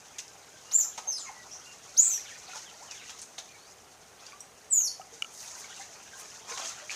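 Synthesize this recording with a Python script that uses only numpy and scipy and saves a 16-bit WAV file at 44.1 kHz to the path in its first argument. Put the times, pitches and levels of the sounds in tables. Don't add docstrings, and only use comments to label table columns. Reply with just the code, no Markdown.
import sys
import numpy as np
from scipy import signal
from scipy.fft import rfft, irfft
from scipy.io import wavfile

SR = 44100
rng = np.random.default_rng(int(sys.argv[2]) if len(sys.argv) > 2 else 0)


def unload_audio(sound):
    columns = np.transpose(np.atleast_2d(sound))
    steps = np.round(np.clip(columns, -1, 1) * 32767)
    wavfile.write(sys.argv[1], SR, steps.astype(np.int16))


N = 306495
TIME = np.arange(N) / SR

# frequency in Hz, relative density in dB.
SLOSH_SPECTRUM = [(200, -9.5), (420, -8), (800, 2.5), (1300, 2), (2200, -22)]
SPLASH_SPECTRUM = [(900, -54), (1500, -1.5), (2500, 2.5), (4200, 2), (6000, -11.5)]
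SPRAY_SPECTRUM = [(3200, -19.5), (5000, -3), (6400, 5), (7800, -6.5), (9500, -13.5), (12500, -24),
                  (15500, -28)]


def from_db(db):
    return 10 ** (np.asarray(db) / 20)


def unit_rms(x):
    return x / np.sqrt(np.mean(x ** 2) + 1e-20)


def curve(points):
    return np.interp(TIME, *np.transpose(points))


def swells(rows):
    return sum(height * np.exp(-0.5 * ((TIME - at_s) / width_s) ** 2) for at_s, height, width_s in rows)


def drift(rate_hz):
    knots = rng.standard_normal(N // 8)
    return np.interp(TIME * rate_hz * 2, np.arange(len(knots)), knots)


def add(out, start_s, sound):
    start = int(np.clip(start_s * SR, 0, N - 1))
    out[start:start + len(sound)] += sound[:N - start]


def coloured(x, spectrum):
    hz, db = np.transpose(spectrum)
    log_hz = np.log(np.arange(N // 2 + 1) * SR / N + 1)
    gain = from_db(np.interp(log_hz, np.log(hz), db, left=-60, right=-60))
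    return unit_rms(irfft(rfft(x) * gain, N))


def stream(level_db):
    # frequency in Hz, relative density in dB.
    spectrum = [(18, -52), (30, -13.5), (92, -1), (341, -4), (432, 2), (561, -2), (787, 2), (945, -4.5),
                (1260, -5.5), (2910, -11), (3230, -13.5), (5170, -16.5), (6370, -25.5), (8280, -12.5),
                (15500, -25)]
    return from_db(level_db) * coloured(rng.standard_normal(N), spectrum)


def stirring(rise_db_per_s, settle_db_per_s):
    # time in seconds, level in dB.
    ripples = [(0, -62.5), (1.4, -60.5), (2.6, -58.5), (3.3, -61.5), (3.8, -65.5), (4.7, -65.5),
               (5.3, -62.5), (6.1, -58.5), (6.95, -58.5)]
    # start and hold in seconds, splash in dB, slosh and spray in dB re splash.
    strokes = [(0.792, 0.01, -56.5, 7.5, 10), (1.004, 0.034, -66, 15, 15), (2.033, 0.32, -53.5, -18, 1.5),
               (2.445, .06, -52.5, -7, -8), (2.483, 0.1, -51.5, -4.5, 1.5), (2.552, 0.023, -62.5, 5, 17),
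               (2.827, .06, -64.5, -11, 12), (2.905, 0.21, -53, -9, 2), (4.2, 0.11, -57, -6, 2),
               (5.322, 0.057, -68.5, -9, 19.5), (5.41, 0.25, -57.5, 0, 11.5), (5.707, 0.013, -51, -3, 3.5),
               (5.782, 0.04, -55.5, -4, 10.5), (6.194, 0.023, -57.5, 7.5, 10.5),
               (6.295, 0.057, -62.5, 0, 10), (6.494, 0.042, -46.5, 0, 3.5), (6.58, 0.11, -47.5, 2, 6),
               (6.77, 0.049, -53, 1, 0), (6.913, 0.013, -41, -8, 0)]
    power = from_db(curve(ripples) + np.array([[0], [0], [6.5]])) ** 2
    for start_s, hold_s, splash_db, slosh_db, spray_db in strokes:
        fade_db = np.maximum(rise_db_per_s * (start_s - TIME), settle_db_per_s * (TIME - start_s - hold_s))
        heard = fade_db < 40
        stroke_db = splash_db - np.maximum(fade_db[heard], 0)
        power[:, heard] += from_db(stroke_db + np.array([[slosh_db], [0], [spray_db]])) ** 2
    return 10 * np.log10(power)


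def droplets(spectrum, per_s, spread_db, hiss):
    sizes = from_db(spread_db * np.minimum(rng.exponential(1, N), 4)) * rng.choice([-1, 1], N)
    impacts = unit_rms(sizes * (rng.random(N) < per_s / SR))
    return coloured(impacts + hiss * rng.standard_normal(N), spectrum)


def hollows(x, low_hz, high_hz, bands, swing_db, rate_hz):
    out, spectrum = 0, rfft(x)
    log_hz = np.log(np.arange(len(spectrum)) * SR / N + 1)
    place = np.interp(log_hz, np.log([low_hz, high_hz]), [0, bands - 1])
    for k in range(bands):
        band = irfft(spectrum * np.maximum(1 - abs(place - k), 0), N)
        out = out + band * from_db(swing_db * np.minimum(drift(rate_hz), 2))
    return unit_rms(out)


def bubble(hz, t60_s, rise):
    t = np.arange(int(t60_s * SR) + 2) / SR
    phase = 2 * np.pi * hz * t * (1 + rise * t / t60_s / 2)
    return np.sin(phase) * from_db(-60 * t / t60_s) * (1 - np.exp(-t * hz))


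def gurgle(level_db, low_hz, high_hz, count, rise, cycles, range_db):
    out = np.zeros(N)
    for when, pitch, weakness in rng.random((count, 3)):
        hz = low_hz * (high_hz / low_hz) ** pitch
        gain = from_db(level_db[int(when * N)] - range_db * weakness)
        add(out, when * N / SR, gain * bubble(hz, cycles / hz, rise))
    return out


def paddling():
    slosh_db, splash_db, spray_db = stirring(rise_db_per_s=507, settle_db_per_s=189)
    slosh = from_db(slosh_db - 4 + 4.5 * drift(18))
    slosh *= droplets(SLOSH_SPECTRUM, per_s=400, spread_db=3, hiss=0.83)
    breaking = droplets(SPLASH_SPECTRUM, per_s=900, spread_db=3.5, hiss=1)
    splash = from_db(splash_db - 1)
    splash *= hollows(breaking, low_hz=1110, high_hz=6100, bands=12, swing_db=5.5, rate_hz=25)
    spray = from_db(spray_db - 1 + 2.67 * drift(30))
    spray *= droplets(SPRAY_SPECTRUM, per_s=1600, spread_db=2, hiss=0.89)
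    large = gurgle(slosh_db + 9.5, low_hz=565, high_hz=1570, count=300, rise=0.12, cycles=88, range_db=20)
    small = gurgle(splash_db + 6.5, low_hz=1309, high_hz=4633, count=1000,
                   rise=0.218, cycles=112, range_db=8)
    fizz = gurgle(spray_db + 12.5, low_hz=4050, high_hz=7830, count=520,
                  rise=0.24, cycles=58, range_db=30)
    return slosh + splash + spray + large + small + fizz


def whistles(waver, hoarse, flicker_db):
    # start and length in seconds, first and last pitch in Hz, level in dB.
    notes = [(0.13, 0.053, 2540, 2240, -60), (0.644, 0.11, 2750, 2990, -61),
             (1.347, 0.094, 1960, 1950, -54), (1.652, 0.085, 2794, 2790, -53),
             (2.249, 0.09, 4120, 1600, -52), (2.647, 0.076, 3820, 2440, -54), (2.8, .042, 624, 1105, -51),
             (2.868, 0.11, 3280, 2000, -55), (2.959, 0.087, 3970, 1850, -56),
             (3.477, 0.11, 2440, 2255, -58.5), (3.54, 0.18, 3880, 5030, -63)]
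    out, wander = np.zeros(N), drift(250)
    for start_s, length_s, first_hz, last_hz, level_db in notes:
        hz = np.geomspace(first_hz, last_hz, int(length_s * SR))
        depth = waver + hoarse * abs(np.log(first_hz / last_hz))
        hz *= 1 + depth * wander[int(start_s * SR):][:len(hz)]
        envelope = from_db(level_db) * np.sqrt(2 * np.sqrt(np.hanning(len(hz))))
        add(out, start_s, envelope * np.sin(2 * np.pi * np.cumsum(hz) / SR))
    return out * from_db(flicker_db * drift(70))


def slaps(hold_s):
    # start in seconds, relative level in dB, 40 dB decay in seconds,
    # gulp and spray in dB re splash.
    hits = [(0.183, -45, 0.054, -30, 8), (0.713, -50.5, 0.062, -1.5, -2), (0.976, -44, 0.049, 0.5, 2),
            (2.91, -50.5, 0.024, -4.5, 3), (3.093, -46, 0.043, -11, 2.5), (3.187, -60.5, 0.076, -13, 15),
            (3.218, -60, .05, -8, 13), (3.38, -48, 0.057, -1, 7), (5.137, -62.5, 0.34, -19, 9.5),
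            (5.401, -62.5, 0.11, 0, 16.5), (6.572, -45, 0.028, -3.5, -3), (6.646, -43, 0.027, -5.5, 4)]
    gulp = droplets(SLOSH_SPECTRUM, per_s=980, spread_db=2, hiss=0.81)
    splash = droplets(SPLASH_SPECTRUM, per_s=1300, spread_db=-8.5, hiss=1)
    spray = droplets(SPRAY_SPECTRUM, per_s=1100, spread_db=1, hiss=0.54)
    out = np.zeros(N)
    for start_s, level_db, decay_s, gulp_db, spray_db in hits:
        span = slice(int(start_s * SR), int((start_s + hold_s + decay_s) * SR))
        fade = from_db(level_db + 1 - 40 * np.maximum(TIME[span] - start_s - hold_s, 0) / decay_s)
        out[span] += fade * (splash[span] + from_db(gulp_db) * gulp[span] + from_db(spray_db) * spray[span])
    return out


def drips(t60_s, width):
    # start in seconds, peak in dB, pitch in Hz.
    drops = [(.279, -36, 5900), (2.911, -26.5, 5630), (3.216, -30, 7660), (3.382, -28.5, 3630),
             (4.265, -32.5, 5230), (4.404, -33, 7550), (5.763, -39, 7200), (6.574, -23, 5830)]
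    out, t = np.zeros(N), TIME[:SR // 10]
    for start_s, peak_db, hz in drops:
        band = signal.butter(2, [hz / (1 + width), hz * (1 + width)], "band", fs=SR, output="sos")
        tick = signal.sosfilt(band, rng.standard_normal(len(t)) * from_db(-60 * t / t60_s))
        add(out, start_s, from_db(peak_db) * tick / np.max(abs(tick)))
    return out


def voice(hz, rasp, push_db, bright_db, jitter=0.0393, waver=0.0154, register_hz=6580):
    # fundamental in Hz, relative level in dB.
    octave_curve = [(850, -5), (1080, 10.5), (1400, -15), (3600, 4), (4600, -4.5), (5700, -7), (6400, -14),
                    (7100, -12), (7600, -38)]
    shaken_hz = hz * (1 + rasp * (jitter * drift(900) + waver * drift(120)))
    phase = 2 * np.pi * np.cumsum(shaken_hz) / SR
    octave_db = np.interp(hz, *np.transpose(octave_curve)) + bright_db + 13.5 * (rasp - 1)
    octave_db -= 0.45 * push_db
    octave_db += 2.5 * drift(200)
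    octave = from_db(octave_db) * np.sin(2 * phase + 1.2 * np.sqrt(rasp) * drift(700))
    low_register = np.clip(10 * (1 - hz / register_hz), 0, 1)
    fifth = from_db(bright_db - 5) * rasp ** 3 * low_register * np.sin(1.5 * phase)
    flutter = 1 + rasp * drift(600)
    return np.sqrt(2) * flutter * (np.sin(phase) + octave + fifth)


def squeals(attack_db, sag_db_per_s, release_db, rasp_loss_db):
    # level in dB, attack and release in seconds, overtone offset in dB, rasp 0-1.
    calls = [(-22, 0.034, 0.034, 1, 0.39), (-33.5, 0.01, 0.046, -4, 0.16), (-41, 0.013, 0.017, -20, 0.9),
             (-37.5, 0.07, 0.072, 3, 0.32), (-42.5, 0.0044, 0.064, -35, 1.0),
             (-22, 0.012, 0.054, -0.5, 0.37), (-24, 0.021, 0.0034, 2.5, 0.18)]
    # time in seconds, pitch in Hz.
    glides = [
        [(.710, 3400), (.720, 5800), (.731, 6720), (.752, 7330), (.778, 7260), (.802, 6930), (.822, 6130),
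         (.850, 5240)],
        [(1.068, 6330), (1.085, 6400), (1.116, 6100), (1.127, 5450), (1.170, 4950), (1.176, 4320),
         (1.208, 3650), (1.225, 2900)],
        [(1.185, 7530), (1.222, 7060), (1.290, 6030)],
        [(1.225, 1375), (1.245, 1298), (1.265, 1069), (1.290, 1064), (1.297, 823), (1.314, 640)],
        [(1.510, 5480), (1.535, 5820), (1.625, 6200)],
        [(1.965, 3300), (1.977, 5970), (1.990, 6720), (2.035, 7660), (2.090, 7200), (2.110, 6340),
         (2.145, 5860), (2.2, 5460)],
        [(4.700, 8100), (4.718, 7970), (4.730, 7140), (4.760, 7000), (4.825, 6310), (4.872, 5340),
         (4.877, 4540), (4.888, 4300)],
    ]
    # time in seconds, boost in dB, width in seconds.
    pushes = [(.757, 8, 0.0055), (1.093, 6.5, 0.015), (1.297, 12, 0.0056), (1.996, 10.5, 0.0094),
              (4.733, 7, 0.0058), (4.783, 9.5, 0.0087)]
    # time in seconds, added rasp 0-1, width in seconds.
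    breaks = [(.81, 0.17, 0.02), (1.13, 0.57, 0.012), (1.19, 0.82, 0.016), (2.055, 0.73, 0.027),
              (4.745, 0.33, 0.022)]
    out, push_db, break_rasp = np.zeros(N), swells(pushes), swells(breaks)
    for (level_db, attack_s, release_s, bright_db, own_rasp), glide in zip(calls, glides):
        since_s, left_s = TIME - glide[0][0], glide[-1][0] - TIME
        envelope_db = (level_db - attack_db * np.clip(1 - since_s / attack_s, 0, 1)
                       - sag_db_per_s * np.clip(since_s - attack_s, 0, 1)
                       - release_db * np.clip(1 - left_s / release_s, 0, 1))
        rasp = np.minimum(own_rasp + break_rasp, 1) * np.exp(-0.2 * push_db)
        gate = np.clip(np.minimum(since_s, left_s) / 0.0011, 0, 1)
        gain = gate * from_db(envelope_db + push_db - rasp_loss_db * rasp)
        out += gain * voice(curve(glide), rasp, push_db, bright_db)
    return out


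def plops(rise):
    # start in seconds, pitch in Hz, level in dB, T60 in seconds.
    pockets = [(.977, 900, -35, 0.077), (1.072, 875, -41, 0.11), (2.138, 2580, -38, .03),
               (2.177, 1800, -42, .05), (2.532, 1376, -36.5, 0.053), (2.56, 860, -39, 0.081),
               (4.321, 2280, -38, 0.021), (4.329, 1140, -43.5, 0.15), (4.405, 5670, -36, 0.055),
               (4.996, 734, -29.5, 0.031), (5.01, 1267, -42.5, 0.07), (5.123, 448, -46, 0.16),
               (5.248, 1305, -43.5, .07), (5.643, 2200, -36.5, 0.031), (5.708, 1520, -42, .06),
               (5.795, 782, -39, 0.11), (5.806, 2010, -42, 0.05), (6.132, 1565, -41, 0.091),
               (6.512, 462, -38, 0.091), (6.535, 1045, -38.5, 0.11), (6.895, 2300, -21, 0.012),
               (6.904, 2500, -25, 0.017)]
    out = np.zeros(N)
    for start_s, hz, level_db, t60_s in pockets:
        add(out, start_s, from_db(level_db) * bubble(hz, t60_s, rise))
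    return out


def mist():
    # time in seconds, level in dB, width in seconds.
    flurries = [(4.41, -57, 0.007), (5.339, -56, 0.019), (5.43, -52, 0.043), (5.595, -52, 0.02),
                (6.2, -48.5, 0.015)]
    # frequency in Hz, relative density in dB.
    spectrum = [(5000, -3), (8500, 2), (11000, -5), (15500, -12)]
    envelope = swells([(at_s, from_db(level_db), width_s) for at_s, level_db, width_s in flurries])
    return envelope * droplets(spectrum, per_s=2000, spread_db=2, hiss=0.5)


def clicks(rise_s, contact_s, snap_db, band_hz):
    # start in seconds, level in dB.
    knocks = [(4.808, -42), (5.014, -44.5), (5.2213, -18.5), (5.2442, -33)]
    # frequency in Hz, level in dB re the knock, T60 in seconds.
    modes = [(1343, -18, 0.018), (2344, -11.5, 0.011), (2880, -2.5, 0.011)]
    out, t = np.zeros(N), TIME[:SR // 10]
    band = signal.butter(2, band_hz, "band", fs=SR, output="sos")
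    contact = np.sin(np.pi * np.minimum(t / contact_s, 1))
    onset = np.minimum(t / rise_s, 1) ** 2
    for start_s, level_db in knocks:
        snap = contact * unit_rms(signal.sosfilt(band, rng.standard_normal(len(t))))
        add(out, start_s, from_db(level_db + snap_db) * snap)
        for hz, mode_db, t60_s in modes:
            decay = from_db(level_db + mode_db - 60 * np.maximum(t - contact_s, 0) / t60_s)
            add(out, start_s, onset * decay * np.sin(2 * np.pi * hz * t))
    return out


def bank(x, tail_db, t60_s, build_s):
    # delay in seconds, level in dB re the direct sound.
    echoes = [(.0046, -22), (0.0109, -16.5), (0.0185, -18)]
    t = TIME[:SR]
    scatter = rng.standard_normal(SR) * from_db(-60 * t / t60_s) * np.clip(t / build_s, 0, 1)
    response = from_db(tail_db) * scatter / np.sqrt(np.sum(scatter ** 2))
    for delay_s, level_db in [(0.00065, 0)] + echoes:
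        add(response, delay_s, from_db([level_db]))
    return signal.fftconvolve(x, response)[:N] / np.sqrt(np.sum(response ** 2))


def scene():
    otters = squeals(attack_db=21.5, sag_db_per_s=44.5, release_db=18, rasp_loss_db=3)
    mix = bank(otters, tail_db=-3.5, t60_s=0.32, build_s=0.0039)
    faint_notes = whistles(waver=0.015, hoarse=0.026, flicker_db=2.5)
    mix += bank(faint_notes, tail_db=-10.5, t60_s=0.37, build_s=0.014)
    water = paddling() + slaps(hold_s=0.011) + plops(rise=0.135) + mist()
    mix += bank(water, tail_db=-10, t60_s=0.46, build_s=0.0038)
    mix += bank(drips(t60_s=0.014, width=0.16), tail_db=-3, t60_s=0.22, build_s=0.0071)
    mix += stream(level_db=-57.5)
    mix += clicks(rise_s=0.0018, contact_s=0.0035, snap_db=-14, band_hz=(3800, 8400))
    return mix[None]


def record(dry):
    return signal.sosfilt(signal.ellip(12, 0.1, 80, 15800, fs=SR, output="sos"), dry)


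dry = scene()
out = record(dry)
unload_audio(out)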